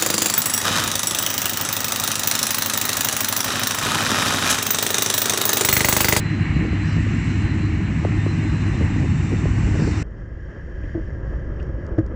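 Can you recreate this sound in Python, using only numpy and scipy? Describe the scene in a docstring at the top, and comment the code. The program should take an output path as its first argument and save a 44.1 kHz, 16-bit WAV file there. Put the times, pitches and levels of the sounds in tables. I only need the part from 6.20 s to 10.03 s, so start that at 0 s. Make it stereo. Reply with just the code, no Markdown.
"""A windy airfield: an airliner taxis past at a distance, heard through two close microphone ports.
Its engines give a low exhaust rumble with drones, a mid jet roar and thin blade whines that fade
in and out in the moving air. Eddies buffet the ports in short puffs, flurries and low shoves.
Gusts hiss in the grass and the fence, most of all near the end."""
import sys
import numpy as np
from scipy import signal
from scipy.fft import rfft, irfft
from scipy.io import wavfile
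from scipy.ndimage import uniform_filter1d

SR = 44100
rng = np.random.default_rng(int(sys.argv[2]) if len(sys.argv) > 2 else 0)


def waveform_to_disk(signal):
    """Save audio, clipped to [-1, 1], as 16-bit WAV at the path in sys.argv[1]."""
    frames = np.transpose(np.atleast_2d(signal))
    scaled = np.clip(frames, -1, 1) * 32767
    samples = np.round(scaled).astype(np.int16)
    wavfile.write(sys.argv[1], SR, samples)


N = 168903
T = np.arange(N) / SR

# Port pair. Each row: frequency in Hz, coherence, left lead in radians, left minus right in dB.
PORT_RESPONSE = [(170, 0.94, -1.5, -2.5), (332, 0.96, 1.62, 0.5), (520, 0.39, -1, -.5),
                 (930, 0.95, 0.77, -1.5), (1480, 0.9, 0.1, -1.7), (2720, 1, 1.12, -1.5),
                 (3170, .15, 1, 0.5), (4420, 0.66, 1.1, 0), (4760, 0.2, -3, -7), (5750, 0.9, -1.2, -1.5),
                 (7380, .72, -1.28, -3.5), (8380, 1, -3, 0.5), (11300, 0.6, -1, 0)]

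# Noise spectra. Each row: frequency in Hz, relative density in dB.
WASH_SPECTRUM = [(300, -4), (600, -5), (740, -4), (830, 1), (900, -0.5), (1100, 0.5), (1500, -6),
                 (2600, -12), (3200, -21), (5000, -51.5)]
HISS_SPECTRUM = [(1500, -3), (3400, -6.5), (4450, 0), (4800, -3), (5150, 3.5), (5800, 3.5), (6800, -0.5),
                 (7400, 6), (7800, 2.5), (8180, 11.5), (8420, -23.5), (9300, -13.5), (10000, -11.5),
                 (11000, -42.5)]
GRASS_SPECTRUM = [(300, 11), (700, 2), (1500, 20), (3000, -22.5), (4500, 8.5), (5800, 12), (7000, -13),
                  (8300, -8), (10000, -39)]
BUFFET_SPECTRUM = [(100, -30), (200, -13.5), (300, 11), (420, -6.5), (600, -11), (900, -12), (2000, -50)]
FLURRY_SPECTRUM = [(120, -20), (230, 2), (330, 1), (450, -4.5), (560, -10.5), (720, -17.5), (1000, -23),
                   (2000, -56)]
RUMBLE_SPECTRUM = [(10, -45), (18, -36.5), (27, -24.5), (37, -16.5), (58, 1.5), (82, 0), (110, -4.5),
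                   (124, -5), (138, -1), (162, 1.5), (190, -6), (280, -9.5), (325, -11.5), (380, -20.5),
                   (480, -36), (750, -45), (1500, -85)]
ROAR_SPECTRUM = [(200, -3.5), (500, -9), (740, -3.5), (830, -4.5), (900, -5.5), (1100, -3.5), (1400, -4.5),
                 (1720, 1), (1850, 2), (2050, 3), (2180, -1), (2450, -1.5), (2850, -1.5), (3050, -8),
                 (3300, -15.5), (4500, -18), (8000, -62.5)]

# Noise and tone envelopes. Each row: time in seconds, level in dB before any trim or fading.
WASH_DB = [(0, -59), (1.3, -47.5), (2.4, -42), (3.83, -41.5)]
HISS_DB = [(0.0, -54), (0.02, -57), (0.48, -57), (1.14, -52), (1.27, -55.5), (1.68, -57.5), (1.76, -55),
           (3.31, -52), (3.67, -49.5), (3.83, -49.5)]
BUFFET_DB = [(0, -34.5), (.8, -48.5), (1.3, -36.5), (2.3, -34), (2.8, -40.5), (3.35, -31.5), (3.65, -41),
             (3.83, -35)]
ROAR_DB = [(0, -34.5), (.17, -34.5), (.24, -33.5), (.6, -34.5), (.95, -35), (1.26, -35), (1.36, -36),
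           (1.62, -37.5), (1.85, -36.5), (2.3, -36.5), (2.7, -36), (2.86, -38), (3, -37.5), (3.83, -38)]
UPPER_DRONE_DB = [(0, -44), (.14, -31), (.27, -50), (.5, -31.5), (.7, -41), (1.2, -35.5), (1.32, -38.5),
                  (1.47, -26), (1.58, -41), (2, -34.5), (2.2, -33), (2.4, -36.5), (2.68, -32.5), (3, -45.5),
                  (3.83, -34)]
FAN_DB = [(0, -49), (.07, -44), (.22, -52), (.35, -54.5), (.48, -51), (.6, -54), (.72, -49.5), (.82, -60),
          (.95, -56.5), (1.03, -53), (1.27, -50), (1.36, -53.5), (1.48, -50), (1.58, -61), (2.04, -57),
          (2.11, -47), (2.19, -57), (2.3, -51.5), (2.55, -56.5), (2.8, -57), (2.95, -62), (3.55, -66),
          (3.7, -57), (3.83, -58)]
FAN_RING_DB = [(0, -52), (.18, -45), (.27, -43), (.52, -46), (.6, -55), (.95, -46), (1.17, -46), (1.4, -58),
               (1.55, -44), (1.75, -55), (3.83, -58.5)]
TURBINE_DB = [(0, -63), (.8, -55), (1.7, -60.5), (2.3, -62), (3.35, -60), (3.83, -58)]

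# Wind and whine swells. Each row: centre in seconds, sigma in seconds, crest level in dB.
GRASS_GUSTS = [(.71, .045, -41.5), (3.63, 0.048, -40.5), (3.79, 0.082, -42)]
EDDY_FLURRIES = [(.44, 0.029, -32), (2.54, .012, -28), (2.62, .012, -26), (2.838, 0.015, -22.5),
                 (3.122, 0.013, -25), (3.48, 0.0069, -23.5), (3.558, 0.01, -23), (3.615, 0.019, -21),
                 (3.69, 0.024, -27), (3.782, 0.0085, -28)]
TURBINE_WHINE_SWELLS = [(2.022, 0.028, -49), (2.202, .017, -48), (2.28, 0.021, -50), (2.421, 0.015, -46.5),
                        (2.544, 0.017, -47), (2.741, .022, -51.5), (2.882, .022, -47.5),
                        (2.999, 0.022, -49), (3.085, .021, -48.5), (3.19, 0.018, -50), (3.288, .018, -52),
                        (3.6, 0.022, -56), (3.747, 0.023, -49)]
# Large eddies. Each row: centre in seconds, sigma in seconds, crest level in dB, pitch in Hz.
LOW_SHOVES = [(.211, 0.011, -17, 89.9), (0.304, 0.0082, -22, 90), (.79, .025, -23.5, 70),
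              (1.248, 0.0057, -17, 65), (2.552, 0.014, -18, 130), (2.644, 0.011, -16, 80),
              (2.825, 0.012, -15, 125), (2.905, 0.014, -17, 70), (2.959, 0.0079, -15.5, 105),
              (3.272, 0.01, -16.5, 60), (3.313, 0.011, -20.5, 55), (3.399, 0.024, -18.5, 140),
              (3.457, 0.0091, -13.5, 60), (3.535, 0.018, -17, 70), (3.646, 0.014, -19, 75),
              (3.717, 0.011, -16, 85)]
# Single eddies. Each row: peak time in seconds, peak in dB, starting pitch in Hz.
PORT_PUFFS = [(0.366, -14, 398), (.452, -22, 720), (.531, -24, 685), (0.767, -19, 575), (.785, -12.5, 327),
              (.867, -23, 704), (1.8508, -14, 987), (2.063, -15, 880), (2.611, -17, 590), (2.763, -23, 610),
              (3.14, -15.5, 510), (3.257, -17.5, 740), (3.622, -11, 448), (3.677, -19, 685)]
# Low engine drones. Each row: pitch in Hz, rms level in dB, fading in dB, wander as a share of pitch.
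LOW_DRONES = [(81, -33, 3, .03), (101.4, -24.3, 2, .007)]
# Thin blade tones. Each row: pitch in Hz, start level in dB, end level in dB, left lead in radians.
BLADE_TONES = [(1529.5, -57, -53, .1), (1824, -47.5, -53.5, .5), (3228, -61.5, -70, -2),
               (4963, -68, -68, -2.2), (6278, -73, -72, -.9)]

HISS_TRIM_DB, ROAR_TRIM_DB, RUMBLE_DB = 7, 0.27, -19.5
PUFF_RISE_S, PUFF_SAG_S, PUFF_END_SHARE, PUFF_JITTER = .0035, .0038, 0.18, 0.16
UPPER_DRONE_HZ, FAN_HZ, FAN_RING_HZ, TURBINE_HZ = 310.5, 4062, 2235, 3645
LOW_CUT_HZ, MONO_BELOW_HZ, HIGH_CUT_HZ, FADE_S = 36.5, 327, 11300, .002


def amp(db):
    """Decibels to gain."""
    return 10 ** (np.asarray(db) / 20)


def unit(x):
    """Scales to rms 1."""
    return x / np.sqrt(np.mean(x ** 2) + 1e-20)


def curve(points):
    """Piecewise-linear curve in time."""
    return np.interp(T, *np.transpose(points))


def swells(table):
    """Gain curve: one Gaussian per row."""
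    return sum(amp(db) * np.exp(-.5 * ((T - centre_s) / sigma_s) ** 2) for centre_s, sigma_s, db in table)


def lookup(points, hz, column=1):
    """Table column on a log-frequency axis."""
    table = np.transpose(points)
    return np.interp(np.log(hz + 1), np.log(table[0]), table[column])


def drift(rate_hz):
    """Slow random motion, soft-limited, rms 1."""
    hz = np.fft.rfftfreq(N, 1 / SR)
    slow = irfft(rfft(rng.standard_normal(N)) * (hz > 0) / (1 + (hz / rate_hz) ** 2), N)
    return unit(np.tanh(.5 * unit(slow)))


def air_noise(spectrum, patchy_db, size=1024, coherence_scale=1):
    """Coloured noise with drifting patches at the two ports, rms 1."""
    hz = np.fft.rfftfreq(size, 1 / SR)
    left_re, left_im, own_re, own_im, patches = rng.standard_normal((5, N * 4 // size + 6, len(hz)))
    patches = unit(uniform_filter1d(uniform_filter1d(patches, size=10, axis=0), size=7, axis=1))
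    coherence = np.clip(lookup(PORT_RESPONSE, hz, column=1) * coherence_scale, -1, 1)
    lead_rad = lookup(PORT_RESPONSE, hz, column=2)
    lean = amp(lookup(PORT_RESPONSE, hz, column=3) / 2)
    left = left_re + 1j * left_im
    own = own_re + 1j * own_im
    right = (coherence * left + np.sqrt(1 - coherence ** 2) * own) * np.exp(-1j * lead_rad)
    frames = np.array([left * lean, right / lean]) * amp(lookup(spectrum, hz) + patchy_db * patches)
    _, noise = signal.istft(frames.transpose(0, 2, 1), nperseg=size, noverlap=size - size // 4)
    return unit(noise[:, :N])


def tone(hz, fade_db, fade_hz, wander, lead_rad=0, apart_db=0):
    """Wavering stereo sine that fades at random in moving air, rms 1."""
    phase = 2 * np.pi * np.cumsum(hz * (1 + wander * drift(fade_hz))) / SR
    common_db = fade_db * drift(fade_hz)
    ports = [amp(common_db + apart_db * drift(fade_hz)) * np.sin(phase - lag) for lag in (0, lead_rad)]
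    return unit(np.array(ports))


def air_wash():
    """Rising wash of distant air."""
    return amp(curve(WASH_DB)) * air_noise(WASH_SPECTRUM, patchy_db=1.5)


def air_hiss():
    """High hiss of air, slowly rising."""
    return amp(curve(HISS_DB) + HISS_TRIM_DB) * air_noise(HISS_SPECTRUM, patchy_db=1.46)


def grass_gusts():
    """Gusts hiss through grass and fence."""
    return swells(GRASS_GUSTS) * air_noise(GRASS_SPECTRUM, patchy_db=2.5)


def buffet():
    """Lumpy turbulence at the ports."""
    lumps = amp(2.7 * drift(rate_hz=17))
    turbulence = air_noise(BUFFET_SPECTRUM, patchy_db=3.5, coherence_scale=0.87)
    return amp(curve(BUFFET_DB)) * unit(lumps * turbulence)


def flurries():
    """Ragged bursts of small eddies."""
    return swells(EDDY_FLURRIES) * air_noise(FLURRY_SPECTRUM, patchy_db=3.5, coherence_scale=0.63)


def shoves():
    """Large eddies rock the air at the microphone for a few uneven cycles."""
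    uneven_s = np.cumsum(1 + .3 * drift(rate_hz=59)) / SR
    out = np.zeros(N)
    for centre_s, sigma_s, db, hz in LOW_SHOVES:
        phase = 2 * np.pi * (hz * uneven_s + rng.random())
        out += swells([(centre_s, sigma_s, db)]) * np.sqrt(2) * np.sin(phase)
    return out


def puffs():
    """Single eddies cross the ports: a few ragged, falling cycles, different at each port."""
    t = np.arange(SR // 20) / SR
    sag = PUFF_END_SHARE + (1 - PUFF_END_SHARE) * np.exp(-t / PUFF_SAG_S)
    envelope = (t / PUFF_RISE_S * np.exp(1 - t / PUFF_RISE_S)) ** 0.76
    out = np.zeros((2, N))
    for time_s, peak_db, hz in PORT_PUFFS:
        jitter = unit(uniform_filter1d(rng.standard_normal((2, len(t))), size=40, axis=1))
        pitch_hz = hz * sag * (1 + PUFF_JITTER * jitter)
        phase = 2 * np.pi * (np.cumsum(pitch_hz, axis=1) / SR + rng.random())
        start = round((time_s - PUFF_RISE_S / 2) * SR)
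        out[:, start:start + len(t)] += amp(peak_db) * envelope * np.sin(phase)
    return out


def blade_whines():
    """Fan and turbine blade tones; the turbine comes through in swells."""
    fan = tone(FAN_HZ, fade_db=.9, fade_hz=14, wander=.0009, lead_rad=0.27, apart_db=2.5)
    turbine = tone(TURBINE_HZ, fade_db=1, fade_hz=14, wander=.0013, lead_rad=2.1, apart_db=1.5)
    ring = tone(FAN_RING_HZ, fade_db=1.5, fade_hz=6, wander=.002, lead_rad=.7, apart_db=2)
    out = amp(curve(FAN_DB)) * fan + amp(curve(FAN_RING_DB)) * ring
    out += (amp(curve(TURBINE_DB)) + swells(TURBINE_WHINE_SWELLS)) * turbine
    for hz, start_db, end_db, lead_rad in BLADE_TONES:
        blade = tone(hz, fade_db=1.0, fade_hz=11.3, wander=0.0016, lead_rad=lead_rad, apart_db=7.5)
        out += amp(np.linspace(start_db, end_db, N)) * blade
    return out


def jet_roar():
    """Mid roar; eases as the intakes turn away."""
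    level_db = curve(ROAR_DB) + ROAR_TRIM_DB + 0.15 * drift(rate_hz=28)
    return amp(level_db) * air_noise(ROAR_SPECTRUM, patchy_db=1.0)


def engine_rumble():
    """Exhaust rumble, two low drones and an upper drone that comes and goes."""
    out = amp(RUMBLE_DB) * air_noise(RUMBLE_SPECTRUM, patchy_db=-0.1, size=4096)
    out += amp(curve(UPPER_DRONE_DB)) * tone(UPPER_DRONE_HZ, fade_db=4.0, fade_hz=14.3, wander=0.018)
    for hz, db, fade_db, wander in LOW_DRONES:
        out += amp(db) * tone(hz, fade_db, fade_hz=4.8, wander=wander)
    return out


def scene():
    """Distant airliner and air, plus nearby wind."""
    distant = engine_rumble() + jet_roar() + air_hiss() + blade_whines()
    wind = buffet() + puffs() + flurries() + shoves() + grass_gusts()
    return distant + wind + air_wash()


def record(dry):
    """Low cut, mono bass, end fades, high cut."""
    hz = np.fft.rfftfreq(N, 1 / SR) + 1
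    mid = irfft(rfft(dry.mean(0)) / np.sqrt(1 + (LOW_CUT_HZ / hz) ** 8), N)
    side = irfft(rfft((dry[0] - dry[1]) / 2) / np.sqrt(1 + (MONO_BELOW_HZ / hz) ** 10), N)
    fade = np.minimum(np.minimum(T, T[::-1]) / FADE_S, 1)
    stereo = np.array([mid + side, mid - side]) * fade
    lowpass = signal.firwin(511, HIGH_CUT_HZ, window=("kaiser", 9), fs=SR)
    return signal.oaconvolve(stereo, lowpass[None], "same")


dry = scene()
out = record(dry)
waveform_to_disk(out)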